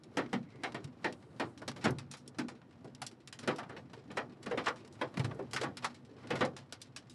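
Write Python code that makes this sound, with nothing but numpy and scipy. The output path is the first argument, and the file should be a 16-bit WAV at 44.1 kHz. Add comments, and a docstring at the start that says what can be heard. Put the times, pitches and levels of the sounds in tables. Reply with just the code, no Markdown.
"""Hail and rain on a car, heard from the cabin

Stones knock on the roof and body panels: damped bands of modes, with a crack of ice on contact.
Stones and big drops tick sharply on the windshield: a snap, a few chips and a short ring.
Fine drops are random strikes over a wash of filtered noise, and grow louder with the stones.
Below them lie the road's low rumble (bass-heavy noise) and soft thuds on the lined roof.
One faint wiper pass is a sine blurred by slow noise, then a hiss as the blade returns."""
import sys
import numpy as np
from scipy import signal
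from scipy.fft import rfft, irfft
from scipy.io import wavfile

SR = 44100
rng = np.random.default_rng(int(sys.argv[2]) if len(sys.argv) > 2 else 0)


def to_wav(sig):
    """Store sig (one row per channel, or 1-D mono) as 16-bit WAV at the path in sys.argv[1].

    Samples outside -1..1 are clipped; the rate is SR.
    """
    pcm = np.clip(np.atleast_2d(sig), -1, 1) * 32767
    pcm = np.round(pcm).astype(np.int16)
    wavfile.write(sys.argv[1], SR, pcm.T)  # frames by channels


N = 314874  # length in samples
EDGE_HZ = 11850  # upper limit of the band
BANDS = np.geomspace(60, 12000, num=12)  # centres of the decay bands, Hz
T = np.arange(16384) / SR  # time after a blow, s
HZ = np.fft.rfftfreq(len(T), 1 / SR) + 1  # the 1 Hz offset avoids zero


def from_db(db):
    """Logarithmic level: decibels become an amplitude gain."""
    return 10 ** (np.asarray(db) / 20)


def unit(x):
    """Normalisation: scales a signal to rms 1."""
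    return x / np.sqrt(np.mean(x ** 2) + 1e-20)


def read(points, hz):
    """Interpolation on a log-frequency axis, as pitch is heard."""
    f, value = np.transpose(points)
    return np.interp(np.log(hz + 1e-3), np.log(f), value)


def along(rows, axis):
    """Linear interpolation in time: one column of a curve, sample by sample."""
    rows = np.asarray(rows)
    return np.interp(np.arange(N) / SR, rows[:, 0], rows[:, axis])


def add(mix, s, sound):
    """Superposition: mixes a sound in at time s."""
    part = mix[max(round(s * SR), 0):][:len(sound)]
    part += sound[:len(part)]


# Body and glass modes shared by the blows and the steady noises.
# Each row: centre in Hz, full width at half the lift in Hz, lift in dB.
SHARED_MODES = [(138, 1.8, 10.5), (243.2, 9.3, 7.5), (500.5, 20, 4), (823, 360, 2), (1176, 20, 5),
                (1450, 18, 8), (1850, 29, 5.5), (3140, 170, 1.5), (4025, 63, 4), (4790, 54, 3.5),
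                (5530, 150, 2.5), (6340, 570, -3.5)]


def cabin(hz):
    """Resonance: each shared mode lifts or dips the gain around its centre frequency."""
    lifts = (db / (1 + (2 * (hz - centre) / width) ** 2) for centre, width, db in SHARED_MODES)
    return from_db(sum(lifts))


RESONANCE = cabin(HZ)
# one triangular weight per band on the log-frequency axis; together they sum to 1
SPLIT = np.array([np.interp(np.log(HZ), np.log(BANDS), row) for row in np.eye(len(BANDS))])


def noise(points):
    """Spectral shaping: steady noise of a given spectrum through the body resonances, rms 1."""
    hz = np.fft.rfftfreq(N, 1 / SR)
    spectrum = rfft(rng.standard_normal(N)) * from_db(read(points, hz)) * cabin(hz)
    return unit(irfft(spectrum, N))


def ring(colour, envelopes, spot_db=2.5, count=100):
    """High modal density: a crowd of modes in random phase, each band with its own envelope."""
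    # every spot lies on the crests of some modes and the nodes of others
    spot_log_hz = np.linspace(np.log(250), np.log(EDGE_HZ), count)
    spot = np.interp(np.log(HZ), spot_log_hz, np.r_[0, rng.standard_normal(count - 1)])
    phases = np.exp(2j * np.pi * rng.random(len(HZ)))
    modes = colour * RESONANCE * from_db(spot_db * spot) * phases
    bands = irfft(modes * SPLIT) * np.sqrt(len(T))
    struck = bands * envelopes
    # the blow sets the energy of each band, however its modes happen to beat
    energy = (bands ** 2).mean(1) * (envelopes ** 2).sum(1)
    return np.sqrt(energy / ((struck ** 2).sum(1) + 1e-30)) @ struck


def stone_curve(full_stone_db=-20, rise_s=0.04, fall_s=0.061):
    """Level curve: swells with each stone and falls away, driving the spray, drops and road layers."""
    t, curve = np.arange(N) / SR, np.zeros(N)
    for s, db, *_ in ROOF_STONES:
        distance = np.maximum((s - t) / rise_s, (t - s) / fall_s)
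        curve += from_db(db - full_stone_db) * np.exp(-distance)  # a full_stone_db stone adds 1
    return curve


def swelling(curve, steady_db, swell_db, steepness):
    """Addition of powers: the gain of a steady layer plus its swell with the level curve."""
    return np.hypot(from_db(steady_db), from_db(swell_db) * curve ** steepness)


# What reaches the cabin from the glass. Each row: frequency in Hz, relative level in dB.
GLASS_RESPONSE = [(200, 10), (1000, 5), (2800, 3), (5500, 4), (7700, -0.5), (10500, -6), (12000, -17.5)]


def tick(db, low_hz, t60, tilt_db=0, snap_db=-12, snap_s=0.000088, treble_damping=0.31,
         attack_s=0.0013, chip_db=-7, chip_delay_s=.012, chip_s=0.0017, count=3):
    """Short hard contact: a snap, chips of ice landing, and a ring that dies fastest in the treble."""
    # tilt in dB per octave about 4 kHz, level below 1 kHz
    hardness_db = tilt_db * np.log2(np.maximum(HZ, 1000) / 4000)
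    low_cut = np.sqrt(1 + (low_hz / HZ) ** 4)
    colour = from_db(db + hardness_db + read(GLASS_RESPONSE, HZ)) / low_cut
    decay_s = t60 * (BANDS[:, None] / 4000) ** -treble_damping  # t60 holds at 4 kHz
    snap = 1 + from_db(snap_db) * np.exp(-abs(T - attack_s) / snap_s)
    landings = rng.exponential(chip_delay_s, count)
    chips = sum((T > at) * np.exp(-abs(T - at) / chip_s) for at in landings)
    crush = np.minimum(T / attack_s, 1)
    return ring(colour, crush * from_db(-60 * T / decay_s) * (snap + from_db(chip_db) * chips))


# Spectrum of the fine spray. Each row: frequency in Hz, relative density in dB per Hz.
SPRAY_SPECTRUM = [(200, -45), (600, -11.5), (1200, -2.5), (2000, -9), (4000, -13.5), (6000, -17),
                  (9000, -24.5), (11500, -27.5)]


def rain(curve, drops_per_s=34, drop_t60=.11, size_spread_db=6.5, count=12):
    """Random arrivals: small drops of random size in several colours, over a wash of fine spray."""
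    drops = np.zeros(N)
    for low_hz in np.geomspace(300, 3000, count):
        sizes = from_db(size_spread_db * np.minimum(rng.exponential(1, N), 2))
        strikes = sizes * (rng.random(N) < drops_per_s / count / SR)
        drops += signal.oaconvolve(strikes, tick(0, low_hz, drop_t60))[:N]
    lining = signal.butter(1, 2200, fs=SR, output="sos")
    muffled = unit(signal.sosfilt(lining, drops))  # by the roof lining
    spray = swelling(curve, steady_db=-77.5, swell_db=-65.5, steepness=0.89) * noise(SPRAY_SPECTRUM)
    return spray + swelling(curve, steady_db=-72, swell_db=-59.5, steepness=3.3) * muffled


# What reaches the cabin from the panels. Each row: frequency in Hz, relative level in dB.
PANEL_RESPONSE = [(30, -11), (80, -3), (125, 6), (190, 2), (290, 5), (450, 2.5), (1000, -3.5), (2000, -5.5),
                  (4000, -10.5), (10000, -28.5)]
# Decay of the panels. Each row: frequency in Hz, time to fall 60 dB in seconds, before the ring factor.
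PANEL_DECAY = [(100, 0.35), (300, 0.15), (1000, 0.11), (3000, 0.065), (10000, 0.15)]


def knock(db, pitch_hz, emphasis_db, bright_hz, length, overtone_hz, lift_db=6.5,
          overtone_width=0.043, spread_s=0.018, rise_cycles=0.27, contact_s=0.0026, patch_width=0.33,
          crunch_db=2.5, crunch_hz=1900, crunch_s=0.042, direct_db=-2, direct_s=0.0025):
    """Bending waves: a blow on sheet metal spreads over the panel, bass last, then dies away."""
    patch_db = emphasis_db * np.exp(-(np.log(HZ / pitch_hz) / patch_width) ** 2)
    overtone_db = lift_db / (1 + (np.log(HZ / overtone_hz) / overtone_width) ** 2)
    # the patch radiates little below its own pitch; the contact time limits the treble
    edges = (1 + (.8 * pitch_hz / HZ) ** 6) * (1 + (HZ / bright_hz) ** 4)
    colour = from_db(db + patch_db + overtone_db + read(PANEL_RESPONSE, HZ)) / np.sqrt(edges)
    onset = 1 - np.exp(-T / (contact_s + rise_cycles / BANDS[:, None]))
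    direct = 1 + from_db(direct_db) * np.exp(-T / direct_s)  # the struck spot speaks first
    hold = spread_s * length  # the fall starts gently over this time
    decay_s = length * read(PANEL_DECAY, BANDS)[:, None]
    fall_db = -60 * (np.hypot(T, hold) - hold) / decay_s
    # while the stone crumbles it keeps driving the upper middle of the panel's range
    octaves = np.log2(BANDS[:, None] / crunch_hz)
    crumble_db = crunch_db * np.exp(-octaves ** 2 - (T / crunch_s) ** 2)
    return ring(colour, onset * direct * from_db(fall_db + crumble_db))


# Spectrum of tyres and wind. Each row: frequency in Hz, relative density in dB per Hz.
ROAD_SPECTRUM = [(20, -54), (50, -26), (80, -6.5), (115, 3.5), (160, -4.5), (260, -3), (500, -12.5),
                 (900, -19), (2000, -29.5), (8000, -58)]
# Level of the road layer, with a thump near 5.3 s. Each row: time in seconds, relative level in dB.
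ROAD_LEVEL = [(0.0, -59.5), (1.91, -57.5), (2.05, -58), (3.34, -62), (3.54, -60), (5.09, -57.5),
              (5.29, -44.5), (5.79, -70), (6.26, -53.5), (6.38, -59), (6.72, -60), (7.14, -58.5)]


def road(curve, rumble_db=-1.6, thud_db=-4.0, thuds_per_s=22, count=8):
    """Low-frequency boom: tyres and wind in the closed cabin, with soft thuds of drops on the roof."""
    thuds = np.zeros(N)
    for pitch_hz in np.geomspace(110, 420, count):
        strikes = (rng.random(N) < thuds_per_s / count / SR).astype(float)
        thud = knock(0, pitch_hz, emphasis_db=22, bright_hz=453, length=0.99,
                     overtone_hz=pitch_hz, lift_db=2.5)
        thuds += signal.oaconvolve(strikes, thud)[:N]
    boom = from_db(rumble_db) * noise(ROAD_SPECTRUM) + from_db(thud_db) * unit(thuds)
    return swelling(curve, along(ROAD_LEVEL, axis=1), swell_db=-53.5, steepness=0.29) * boom


# Stones and big drops on the glass. 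Each row: start in seconds, relative strength in dB,
# low edge in Hz (small = high), 60 dB decay at 4 kHz in seconds, hardness as a tilt in dB per octave.
GLASS_STRIKES = [(0.035, -51.5, 2940, 0.066, -0.5), (0.26, -53.5, 2500, 0.054, -12),
                 (0.721, -50, 883, 0.047, -2), (0.8425, -46, 1170.0, 0.058, 1.3),
                 (1.125, -47.5, 2060.0, 0.073, -1), (1.576, -52, 1330.0, 0.11, -0.5),
                 (1.715, -45.5, 900.0, 0.034, -3), (1.907, -52.5, 3000, 0.054, 9),
                 (1.985, -42.5, 1010, 0.098, -0.5), (2.113, -44, 910, 0.13, 3),
                 (2.137, -45.5, 920, 0.13, -2), (2.17, -56.5, 2500, 0.19, 2),
                 (2.277, -45, 3460, 0.059, 4.5), (2.484, -45, 330.0, 0.11, -2),
                 (2.616, -65, 1500, 0.091, -10), (2.949, -46, 2520, 0.042, -0.5),
                 (3.113, -58.5, 560, 0.12, -1), (3.065, -37, 2770, 0.08, 3), (3.274, -45, 1610, 0.077, 0.5),
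                 (3.326, -44.5, 1430, 0.12, -1), (3.389, -46, 900.0, 0.15, 0.0),
                 (3.56, -49.5, 2350.0, 0.11, -0.5), (3.631, -54, 1200, 0.11, -9.5),
                 (4.115, -53.5, 3420.0, 0.054, 2.5), (4.429, -49.5, 270.0, 0.1, 1),
                 (4.759, -57, 930, 0.32, -3.5), (4.848, -57.5, 620.0, 0.12, -1),
                 (4.876, -52, 1670, 0.03, 0), (4.925, -58, 3000, 0.16, 2), (5.141, -51, 280, 0.05, -4.5),
                 (5.345, -66, 4000, 0.073, 7), (5.5107, -50.5, 2200, 0.12, 0),
                 (5.533, -33.5, 151, 0.12, 0.5), (5.77, -39.5, 1200, 0.083, -0.7),
                 (5.944, -55, 1510, 0.16, -1.5), (6.049, -60, 2500, 0.13, -4),
                 (6.183, -64.5, 900, 0.6, -5.5), (6.272, -47.5, 1010.0, 0.034, -1.5),
                 (6.45, -41.5, 1170.0, 0.084, 0), (6.565, -46.5, 545, 0.17, -0.5),
                 (6.724, -41, 139, 0.093, 1.5), (6.816, -41, 3000, 0.085, 1.5), (6.962, -40, 1250, 0.11, 0),
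                 (7.097, -51, 3550.0, 0.21, -0.5)]


def windshield(glass_db=-2.0):
    """Hard impact on a stiff plate: sharp ticks on the glass just ahead."""
    out = np.zeros(N)
    for s, db, low_hz, t60, tilt_db in GLASS_STRIKES:
        sound = tick(db + glass_db, low_hz, t60, tilt_db, snap_db=-9.0, snap_s=0.0011, attack_s=0.00078)
        add(out, s, sound)
    return out


# Stones on the panels. Each row: start in seconds, relative strength in dB, pitch of the struck patch
# in Hz, emphasis of that pitch in dB, brightness in Hz (short contact = bright), ring as a factor on
# the panel decay, relative crack of the ice in dB, overtone that the spot favours in Hz.
ROOF_STONES = [(.17, -19, 272, 4.5, 2550, 1.57, -35, 1910), (.329, -22.5, 200, 14, 2970, 1.22, -40.5, 1970),
               (.634, -23, 315, -5, 3800, 1.5, -41, 2190), (.744, -27.5, 197, 1, 3070, 1.38, -47, 706),
               (.846, -36.5, 124, 22, 260, 0.44, -65, 2470),
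               (1.043, -20, 300, 0.5, 3330, 1.43, -42.5, 1900),
               (1.397, -21, 160, -7, 3040, 1.5, -41.5, 793), (1.617, -31, 192, -3, 1760, 0.69, -54.5, 1180),
               (1.678, -26.5, 227, 8, 5000, 0.54, -33.5, 780), (1.761, -38, 400, 4, 9000, 1.2, -52, 715),
               (1.841, -23, 206, 11.5, 4700, 0.81, -33, 343),
               (1.854, -16.5, 115, 4.5, 2150, 1.41, -62, 364),
               (2.385, -27.5, 249, 15.5, 3800, 1.36, -36.5, 1510),
               (2.844, -33.5, 156, 3, 764, 1.05, -59, 433), (3.017, -32.5, 805, 12, 9000, 0.69, -37, 1380),
               (3.43, -37.5, 203, 8, 5560, 1.1, -51, 334), (3.475, -18.5, 222, 2, 2880, 1.6, -37, 506),
               (3.583, -28, 695, 4, 2200, 1.4, -43.5, 1860), (3.694, -36.5, 109, -3, 2110, 2.4, -56, 1340),
               (3.764, -35, 213, 1, 6540, 1.18, -66, 1840), (3.932, -38, 92, 11, 7750, .75, -55.5, 950),
               (4.102, -38, 192, 13, 4800, 1.27, -81, 670), (4.17, -20.5, 412, -2, 2540, 1.43, -39, 1920),
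               (4.46, -29, 183, 7.5, 3460, 1.2, -46.5, 1160),
               (4.511, -23.5, 464, 8.5, 2050, 1.28, -50, 463), (4.574, -22, 263, 2, 3480, 1.36, -45, 2230),
               (4.666, -14, 664, -6, 2250, 1.33, -49, 1164),
               (5.012, -19.5, 385, -0.5, 2480, 1.2, -44.5, 1020),
               (5.171, -23.5, 188, 13, 4400, 0.39, -44, 2370),
               (5.194, -25, 134, 18.5, 4000, 0.74, -43, 2950),
               (5.244, -27.5, 105, 20.5, 4400, 0.64, -42.5, 273), (5.31, -29, 300, -8, 2090, .5, -62, 1140),
               (5.391, -25.5, 380, 7, 1010, 0.96, -60, 390),
               (5.562, -20.5, 1440, 3.5, 4150, 0.93, -36, 1510),
               (5.612, -24.5, 420, 9, 5680, 0.68, -37.5, 464),
               (5.632, -23.5, 138, -3, 2270, 1.6, -39.5, 1140),
               (5.844, -14.5, 1340, 4, 1490, 0.74, -32.5, 900), (6.231, -43, 220, 12, 2980, 1.9, -69, 494),
               (6.304, -21.5, 119, 0, 3380, 1.65, -43, 487), (6.354, -28, 430, 5, 9000, 1.04, -45, 2050),
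               (6.407, -15.5, 172, -2.5, 2630, 1.55, -41.5, 516)]


def roof(crack_low_hz=1500, crack_t60=0.1, knock_db=-2, crack_db=-3.0):
    """Impact excitation: each stone cracks on contact and sets its panel ringing."""
    out = np.zeros(N)
    for s, db, pitch_hz, emphasis_db, bright_hz, length, ice_db, overtone_hz in ROOF_STONES:
        add(out, s, knock(db + knock_db, pitch_hz, emphasis_db, bright_hz, length, overtone_hz))
        add(out, s, tick(ice_db + crack_db, crack_low_hz, crack_t60))
    return out


# Rubber blade singing on wet glass. Each row: time in seconds, pitch in Hz, relative level in dB.
BLADE_WHISTLE = [(.44, 2100, -76), (.52, 2110, -67.5), (.59, 2060, -69), (.66, 2090, -66), (.72, 2050, -85)]
# The blade brushing back across the glass. Each row: time in seconds, level in dB.
BLADE_RETURN = [(1.0, -100), (1.15, -77), (1.3, -82.5), (1.5, -73), (1.62, -102), (1.75, -100)]
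# Spectrum of that brushing. Each row: frequency in Hz, relative density in dB per Hz.
BRUSH_SPECTRUM = [(1500, 13), (3000, 11), (6000, 12), (9000, 14), (11500, 3)]


def wiper(width_hz=120):
    """Friction: the rubbing blade whistles faintly and fuzzily, and hisses on its way back."""
    slow = signal.butter(2, width_hz, fs=SR, output="sos")
    flutter = unit(signal.sosfilt(slow, rng.standard_normal(N)))
    t = np.arange(N) / SR
    singing = (t > BLADE_WHISTLE[0][0]) & (t < BLADE_WHISTLE[-1][0])
    phase = 2 * np.pi * np.cumsum(along(BLADE_WHISTLE, axis=1)) / SR
    whistle = singing * from_db(along(BLADE_WHISTLE, axis=2)) * flutter * np.sin(phase)
    hiss = from_db(along(BLADE_RETURN, axis=1)) * noise(BRUSH_SPECTRUM)
    return whistle + hiss


def scene():
    """Superposition: all sources sum in the cabin, in one channel."""
    curve = stone_curve()
    return (rain(curve) + road(curve) + windshield() + roof() + wiper())[None]


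def record(dry):
    """Band limitation: a linear-phase low-pass removes what lies above the upper edge."""
    low_pass = signal.firwin(255, EDGE_HZ, window=("kaiser", 8), fs=SR)
    return signal.oaconvolve(dry, low_pass[None], "same")


dry = scene()
out = record(dry)
to_wav(out)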